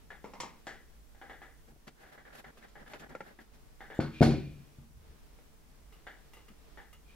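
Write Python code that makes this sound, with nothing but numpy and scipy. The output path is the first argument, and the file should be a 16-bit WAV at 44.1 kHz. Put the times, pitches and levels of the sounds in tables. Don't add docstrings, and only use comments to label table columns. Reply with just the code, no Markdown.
import sys
import numpy as np
from scipy import signal
from scipy.fft import rfft, irfft, next_fast_len
from scipy.io import wavfile
from scipy.ndimage import map_coordinates

SR = 44100
rng = np.random.default_rng(int(sys.argv[2]) if len(sys.argv) > 2 else 0)


def generate_wav(sig):
    pcm = np.round(np.clip(np.atleast_2d(sig).T, -1, 1) * 32767).astype(np.int16)
    wavfile.write(sys.argv[1], SR, pcm)


N = 315600

# (frequency [Hz], width [Hz], level [dB])
HOUSING_MODES = [(412, 116, -7.5), (792, 110, 1.5), (1693, 180, -2.5), (1923, 300, -6.5),
                 (2920, 110, -17.5), (3290, 370, -20.5), (3580, 60, -15), (4580, 87, -26), (7270, 66, -23)]
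BENCH_MODES = [(71.3, 13.7, -5.5), (141.5, 15, 5), (229.8, 8.4, 4), (313, 47, -1.5), (375, 23, -3.5),
               (457, 26, -28), (542, 29, -4), (689, 54, -11), (794, 16, -15), (870, 25, -32),
               (1000, 20, -31.5)]
# (frequency [Hz], level [dB])
HOUSING_SPECTRUM = [(90, -24), (200, -6), (600, 0.5), (1100, -7), (1600, -0.5), (2200, -9), (2550, -18.5),
                    (3800, -22.5), (4300, -28), (15000, -45.5)]
BENCH_SPECTRUM = [(18, -46), (45, -18), (100, -5.5), (250, -1), (500, -7), (750, -5), (1080, -28),
                  (1600, -41), (4000, -66), (8000, -100)]


def amp(db):
    return 10 ** (np.asarray(db) / 20)


def unit(x):
    return x / np.sqrt(np.mean(x ** 2) + 1e-20)


def along(points, hz):
    f, v = np.transpose(points)
    return np.interp(np.log(hz + 1), np.log(f + 1), v)


def wobble(rate_hz):
    knots = rng.standard_normal(int(N * rate_hz / SR) + 4)
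    return map_coordinates(knots, [np.arange(N) * rate_hz / SR])


def filtered(x, response):
    size = next_fast_len(N + SR // 2)
    return irfft(rfft(x, size) * response(np.fft.rfftfreq(size, 1 / SR)), size)[..., :N]


def stereo(pair, width=1):
    mid, side = pair
    return np.array([mid + width * side, mid - width * side])


def paired(z, hz, correlation):
    angle = np.arccos(np.clip(along(correlation, hz), -1, 1)) / 2
    return stereo([z[0] * np.cos(angle), z[1] * np.sin(angle)])


def modal_gain(hz, modes, body, body_db):
    power = amp(along(body, hz) + body_db) ** 2
    for mode_hz, width_hz, db in modes:
        strength = amp(db + 1.5 * rng.standard_normal())
        damping = (hz * width_hz) ** 2
        power += (strength * damping / ((mode_hz ** 2 - hz ** 2) ** 2 + damping)) ** 2
    return np.sqrt(power)


def minimum_phase(magnitude):
    cepstrum = irfft(np.log(magnitude + 1e-7))
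    half = len(cepstrum) // 2
    cepstrum[1:half] *= 2
    cepstrum[half + 1:] = 0
    return np.exp(rfft(cepstrum))


def echoes(t60_scale):
    correlation = [(60, 0.98), (250, .8), (1000, 0.57), (4000, 0.87), (12000, 0.11)]  # (frequency [Hz], left-right correlation [1])
    decay = [(60, 1), (150, 0.96), (300, 0.74), (700, 0.42), (2000, 0.59), (5000, 0.51), (12000, 0.29)]  # (frequency [Hz], T60 [s])
    walls = [(.009, -15.5), (0.03, -21.5), (0.063, -33)]  # (delay [s], level at T60 scale 1 [dB])
    hz, t, z = signal.stft(rng.standard_normal((2, SR * 3 // 4)), SR, nperseg=256)
    t60_s = t60_scale * along(decay, hz)[:, None]
    z = paired(z, hz[:, None], correlation) * amp(-60 * t / t60_s)
    tail = signal.istft(z, SR, nperseg=256)[1]
    tail *= 1 - np.exp(-np.arange(tail.shape[1]) / SR / 0.00038)
    tail /= np.linalg.norm(tail[0])
    for delay_s, db in walls:
        tail[:, round(delay_s * SR)] += amp(db / t60_scale)
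    return tail


def struck(events, modes, body, body_db, pivot_hz, contact_hz, room_db, pan_db, pulse_gain=1):
    size = 2 ** 16
    out = np.zeros((2, N + size))
    hz = np.fft.rfftfreq(size, 1 / SR)
    pulse = pulse_gain / (1 + 1j * hz / contact_hz) ** 2
    octaves = np.log2((hz + 30) / pivot_hz)
    sides_db = np.array([[pan_db], [-pan_db]]) / 2
    for start_s, db, tilt_db, t60_scale in events:
        colour = minimum_phase(modal_gain(hz, modes, body, body_db) * amp(tilt_db * octaves))
        colour /= np.abs(irfft(colour)).max()
        blow = irfft(colour * (pulse + amp(room_db) * rfft(echoes(t60_scale), size)))
        out[:, round(start_s * SR):][:, :size] += amp(db + sides_db) * blow
    return out[:, :N]


def steady_noise(spectrum):
    correlation = [(60, 0.41), (180, 0.43), (550, 0.15), (1650, 0.14), (4970, 0.047), (15000, -0.097)]  # (frequency [Hz], left-right correlation [1])
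    size = next_fast_len(N)
    hz = np.fft.rfftfreq(size, 1 / SR)
    z = rfft(rng.standard_normal((2, size))) * amp(along(spectrum, hz))
    return unit(irfft(paired(z, hz, correlation), size)[:, :N])


def background():
    levels = [(0, -59.5, -66), (1.4, -58, -67), (2.9, -57, -62.5), (4.0, -58, -66), (5.0, -57, -65),
              (5.6, -58, -65.5), (7.16, -59, -64.5)]
    # (frequency [Hz], level [dB])
    rumble = [(8, -10.5), (16, 3.5), (32, -6), (50, 2.5), (75, -11.5), (123, -18.5), (152, -9.5),
              (180, -23), (245, -22.5), (350, -28.5), (460, -50.5), (770, -120)]
    air = [(120, -31), (200, -5.5), (399, -11), (449, -4.5), (511, -17.5), (552, -11.5), (597, -12.5),
           (4500, -24), (5850, -27), (9900, -120)]
    hiss = [(1800, -27.5), (3500, -12), (6000, -2), (10000, -3.5), (16000, -4.5)]
    t = np.arange(N) / SR
    times_s, *columns = np.transpose(levels)
    rumble_db, air_db = [np.interp(t, times_s, db) for db in columns]
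    from_s, to_s, edge_s = 1.72, 3.525, 0.0068
    dip = np.clip(np.minimum(t - from_s, to_s - t) / edge_s, 0, 1)
    return (amp(rumble_db - 5 * dip + 1.5 * wobble(3.5)) * steady_noise(rumble)
            + amp(air_db - 2.6 * dip + 1.3 * wobble(8.7)) * steady_noise(air)
            + amp(-69.5 - 2 * dip + 0.31 * wobble(3.4)) * steady_noise(hiss))


def thin_ring(ring_hz=2430, attack_s=0.046, hold_s=0.19, t60_s=0.86):
    rings = [(4.11, -54), (7.05, -66.5)]  # (start [s], level [dB])

    def response(hz):
        return 1 / (1 + ((hz - ring_hz) / 70) ** 2) + amp(-12) / (1 + ((hz - 3000) / 1500) ** 2)

    noise = filtered(rng.standard_normal((2, N)), response)
    envelope = 0
    for start_s, db in rings:
        t = np.arange(N) / SR - start_s
        fall_db = 60 * np.maximum(t - attack_s - hold_s, 0) / t60_s
        envelope += np.clip(t / attack_s, 0, 1) * amp(db - fall_db)
    return envelope * unit(stereo(noise, 0.4))


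def wire_ticks():
    ticks = [(3.5254, -71, 8, 0.33), (5.9252, -41, 0.5, 0.45), (6.335, -34.5, 2, 0.5),
             (6.3701, -43, -1.5, 0.53), (6.4832, -41, 0.5, 0.32), (6.9294, -36.5, 2, 0.34)]
    modes = [(870, 160, -4), (1230, 130, -3), (2045, 160, -5), (2830, 200, -3.5)]  # (frequency [Hz], width [Hz], level [dB])
    body = [(150, -22), (400, -0.5), (1200, -9), (3000, -8.5), (4200, -16), (7000, -16.5), (15000, -18)]  # (frequency [Hz], level [dB])
    return struck(ticks, modes, body, body_db=-6, pivot_hz=2500, contact_hz=6000, room_db=6, pan_db=1.2)


def scraping(shake_hz=206, shake_half_width_hz=123):
    strokes = [(1.698, 0.047, -64, -72, -61.5), (1.883, 0.031, -58, -65.5, -55.5),
               (2.046, 0.17, -59, -67, -71), (2.138, 0.051, -57, -65.5, -69),
               (2.186, 0.09, -58.5, -90, -73), (2.292, .1, -57, -80, -71), (2.373, 0.1, -51.5, -56, -65),
               (2.478, .08, -55.5, -72, -62), (2.586, 0.038, -62, -63, -66), (2.638, 0.061, -58, -72, -71),
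               (2.803, .1, -55, -70, -57.5), (2.905, 0.12, -57, -65, -61), (2.964, 0.054, -55, -69, -59),
               (3.004, 0.049, -71, -61.5, -58), (3.036, 0.086, -50.5, -75, -53.5),
               (3.111, 0.054, -56, -70, -51), (3.278, 0.13, -54.5, -66, -61.5),
               (3.42, 0.078, -64, -67, -63), (3.548, 0.04, -66, -66.5, -74),
               (6.508, 0.052, -71, -78.5, -57)]
    rasp = [(1470, -46), (2500, 4), (8160, -8), (8880, -9.5), (11500, -3), (13500, -7.5), (15500, -18)]

    def housing(hz):
        return modal_gain(hz, HOUSING_MODES, HOUSING_SPECTRUM, body_db=1)

    def bench(hz):
        band = 1 / (1 + ((hz - shake_hz) / shake_half_width_hz) ** 2)
        return band * modal_gain(hz, BENCH_MODES, BENCH_SPECTRUM, body_db=-2.5)

    slips = rng.standard_normal((3, 2, N)) * amp(2.5 * wobble(110) + 1.5 * wobble(35))
    ringing = unit(filtered(stereo(slips[0], 1.14), housing))
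    shaking = unit(filtered(stereo(slips[2], 0.5), bench))
    hiss = unit(filtered(stereo(slips[1], 0.68), lambda hz: amp(along(rasp, hz))))
    out, t = 0, np.arange(N) / SR
    for middle_s, length_s, ring_db, hiss_db, shake_db in strokes:
        pressure = np.clip(1 - (2 * (t - middle_s) / length_s) ** 2, 0, 1)
        out += pressure ** 0.95 * (amp(ring_db) * ringing + amp(shake_db) * shaking)
        out += pressure ** 1.37 * amp(hiss_db) * hiss
    return out


def tip_slips():
    slips = [(.6694, -31.5, 4, 0.69), (1.8793, -37, 2, 0.13), (2.1344, -58, -6, 0.2),
             (2.5735, -46, -5, 0.27), (2.6844, -49.5, 6, 0.37), (2.9352, -30.5, -2.5, 0.18),
             (2.9975, -43, 5, 0.38)]
    modes = [(4500, 90, -4), (7270, 70, 1)]  # (frequency [Hz], width [Hz], level [dB])
    body = [(100, -29), (300, -2), (1500, 3), (3000, -2.5), (7500, -13), (9000, -22.5), (15000, -35)]  # (frequency [Hz], level [dB])
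    return struck(slips, modes, body, body_db=0.5, pivot_hz=3000, contact_hz=9000, room_db=4, pan_db=1)


def board_clicks():
    clicks = [(0.243, -34.5, -1.5, 0.58), (1.684, -55.5, 0, 0.21), (3.094, -39, 8.5, 0.17),
              (3.151, -29.5, 2.5, 0.12), (3.206, -31, 2.5, 0.13), (5.388, -50.5, 1, 0.33)]
    modes = [(211, 120, 0), (480, 180, 8), (773, 92, -3), (860, 98, 1.5), (1368, 130, -4), (2090, 190, -30),
             (2820, 90, -23)]
    body = [(60, -29), (150, -4), (480, -12), (1000, -16), (1400, -14), (2200, -8), (3000, -28),
            (7000, -34.5), (15000, -53)]
    return struck(clicks, modes, body, body_db=-3, pivot_hz=800, contact_hz=4000, room_db=0.5, pan_db=0.5)


def screw_snaps():
    snaps = [(.2425, -38, -1, 0.55), (.336, -35.5, -1.5, 0.46), (.402, -22, 4.5, 0.37),
             (.4345, -30, -0.1, 0.72)]
    modes = [(240, 50, -2), (520, 120, -2), (930, 90, 1), (1190, 90, -3), (2100, 140, -6), (5600, 400, -15),
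             (7150, 200, -13)]
    body = [(60, -44), (150, -5), (500, -6.5), (1000, 6.5), (1500, -10.5), (2200, -6.5), (3500, -14),
            (7500, -18.5), (9000, -27), (15000, -45)]
    return struck(snaps, modes, body,
                  body_db=-3.5, pivot_hz=1500, contact_hz=4550, room_db=5.5, pan_db=1)


def housing_taps():
    taps = [(0.104, -36, 2, 0.62), (0.669, -31.5, 1, 0.76), (1.148, -51.5, -0.5, 0.5), (1.215, -37, 1, 0.8),
            (1.297, -35.5, 1.5, 0.67), (1.418, -38, 1.5, 0.75), (2.033, -44.5, 0.5, 0.84),
            (2.178, -46, 1.5, 0.44), (2.252, -47.5, 2.5, 0.9), (2.443, -42, 2, 0.25),
            (2.626, -46.5, 5.5, 0.35), (2.755, -41, 0, 0.66), (2.863, -46.5, 2.5, 0.79),
            (3.106, -42, -1, 0.81), (3.389, -42.5, -1.5, 0.21), (3.806, -36.5, 1.5, 0.88),
            (3.902, -34, 0, 1), (3.946, -37.5, 9, 0.95), (6.068, -35, 2.5, 0.65), (6.774, -38.5, 1.5, 0.76)]
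    return struck(taps, HOUSING_MODES, HOUSING_SPECTRUM,
                  body_db=-5, pivot_hz=1600, contact_hz=2880, room_db=6.5, pan_db=2)


def shaft_rattles():
    rattles = [(4.0019, -26, -4.5, 0.82), (4.0054, -27, -0.5, 0.62), (4.2151, -20, 1.5, 1),
               (4.2253, -14.5, -1, 0.39), (4.2282, -17.5, 3, 0.87), (4.2444, -24.5, 4.5, 0.72),
               (4.3075, -27, -1, 0.4)]
    modes = [(1480, 120, -6), (2184, 90, -8), (3440, 40, -12), (4010, 60, -12), (4365, 65, -3.5),
             (4890, 70, -12), (5200, 40, -14), (6890, 90, -19), (9930, 40, -14), (11400, 60, -25)]
    body = [(500, -33), (900, -5), (1600, -7), (3000, -13.5), (4500, -12.5), (6400, -20), (8500, -26),
            (12000, -31.5), (15500, -37)]
    return struck(rattles, modes, body,
                  body_db=-3.5, pivot_hz=3000, contact_hz=4080, room_db=2.5, pan_db=0.6)


def bench_thuds():
    thuds = [(.404, -40.5, -1, 0.55), (.4345, -40.5, 2, 0.37), (.67, -40.5, 1.5, 0.38),
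             (1.721, -49.5, -0.5, 0.15), (1.761, -51.5, -2, 0.079), (1.883, -43.5, 1.5, .15),
             (3.9905, -13, -2, 0.58), (4.2075, -7, -5.5, 0.18), (4.2162, -5.5, -0.5, 0.47),
             (4.228, -8, 3, 0.78), (4.265, -14, -4.5, 0.7), (4.290, -13, -5, 0.57),
             (4.339, -22.5, -2.5, 0.98), (4.785, -41, -13, 0.69), (4.972, -42, -20, 0.76),
             (5.07, -51, -9, 0.5)]
    return struck(thuds, BENCH_MODES, BENCH_SPECTRUM,
                  body_db=-3.5, pivot_hz=251, contact_hz=870, room_db=-6, pan_db=2, pulse_gain=-0.96)


def scene():
    work = (housing_taps() + board_clicks() + screw_snaps() + tip_slips() + wire_ticks()
            + bench_thuds() + shaft_rattles() + scraping() + thin_ring())
    delay_s = np.array([[0], [2 / SR]])
    return filtered(work, lambda hz: np.exp(-2j * np.pi * hz * delay_s)) + background()


def record(dry):
    top_hz = 15800
    return filtered(dry, lambda hz: hz < top_hz)


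dry = scene()
out = record(dry)
generate_wav(out)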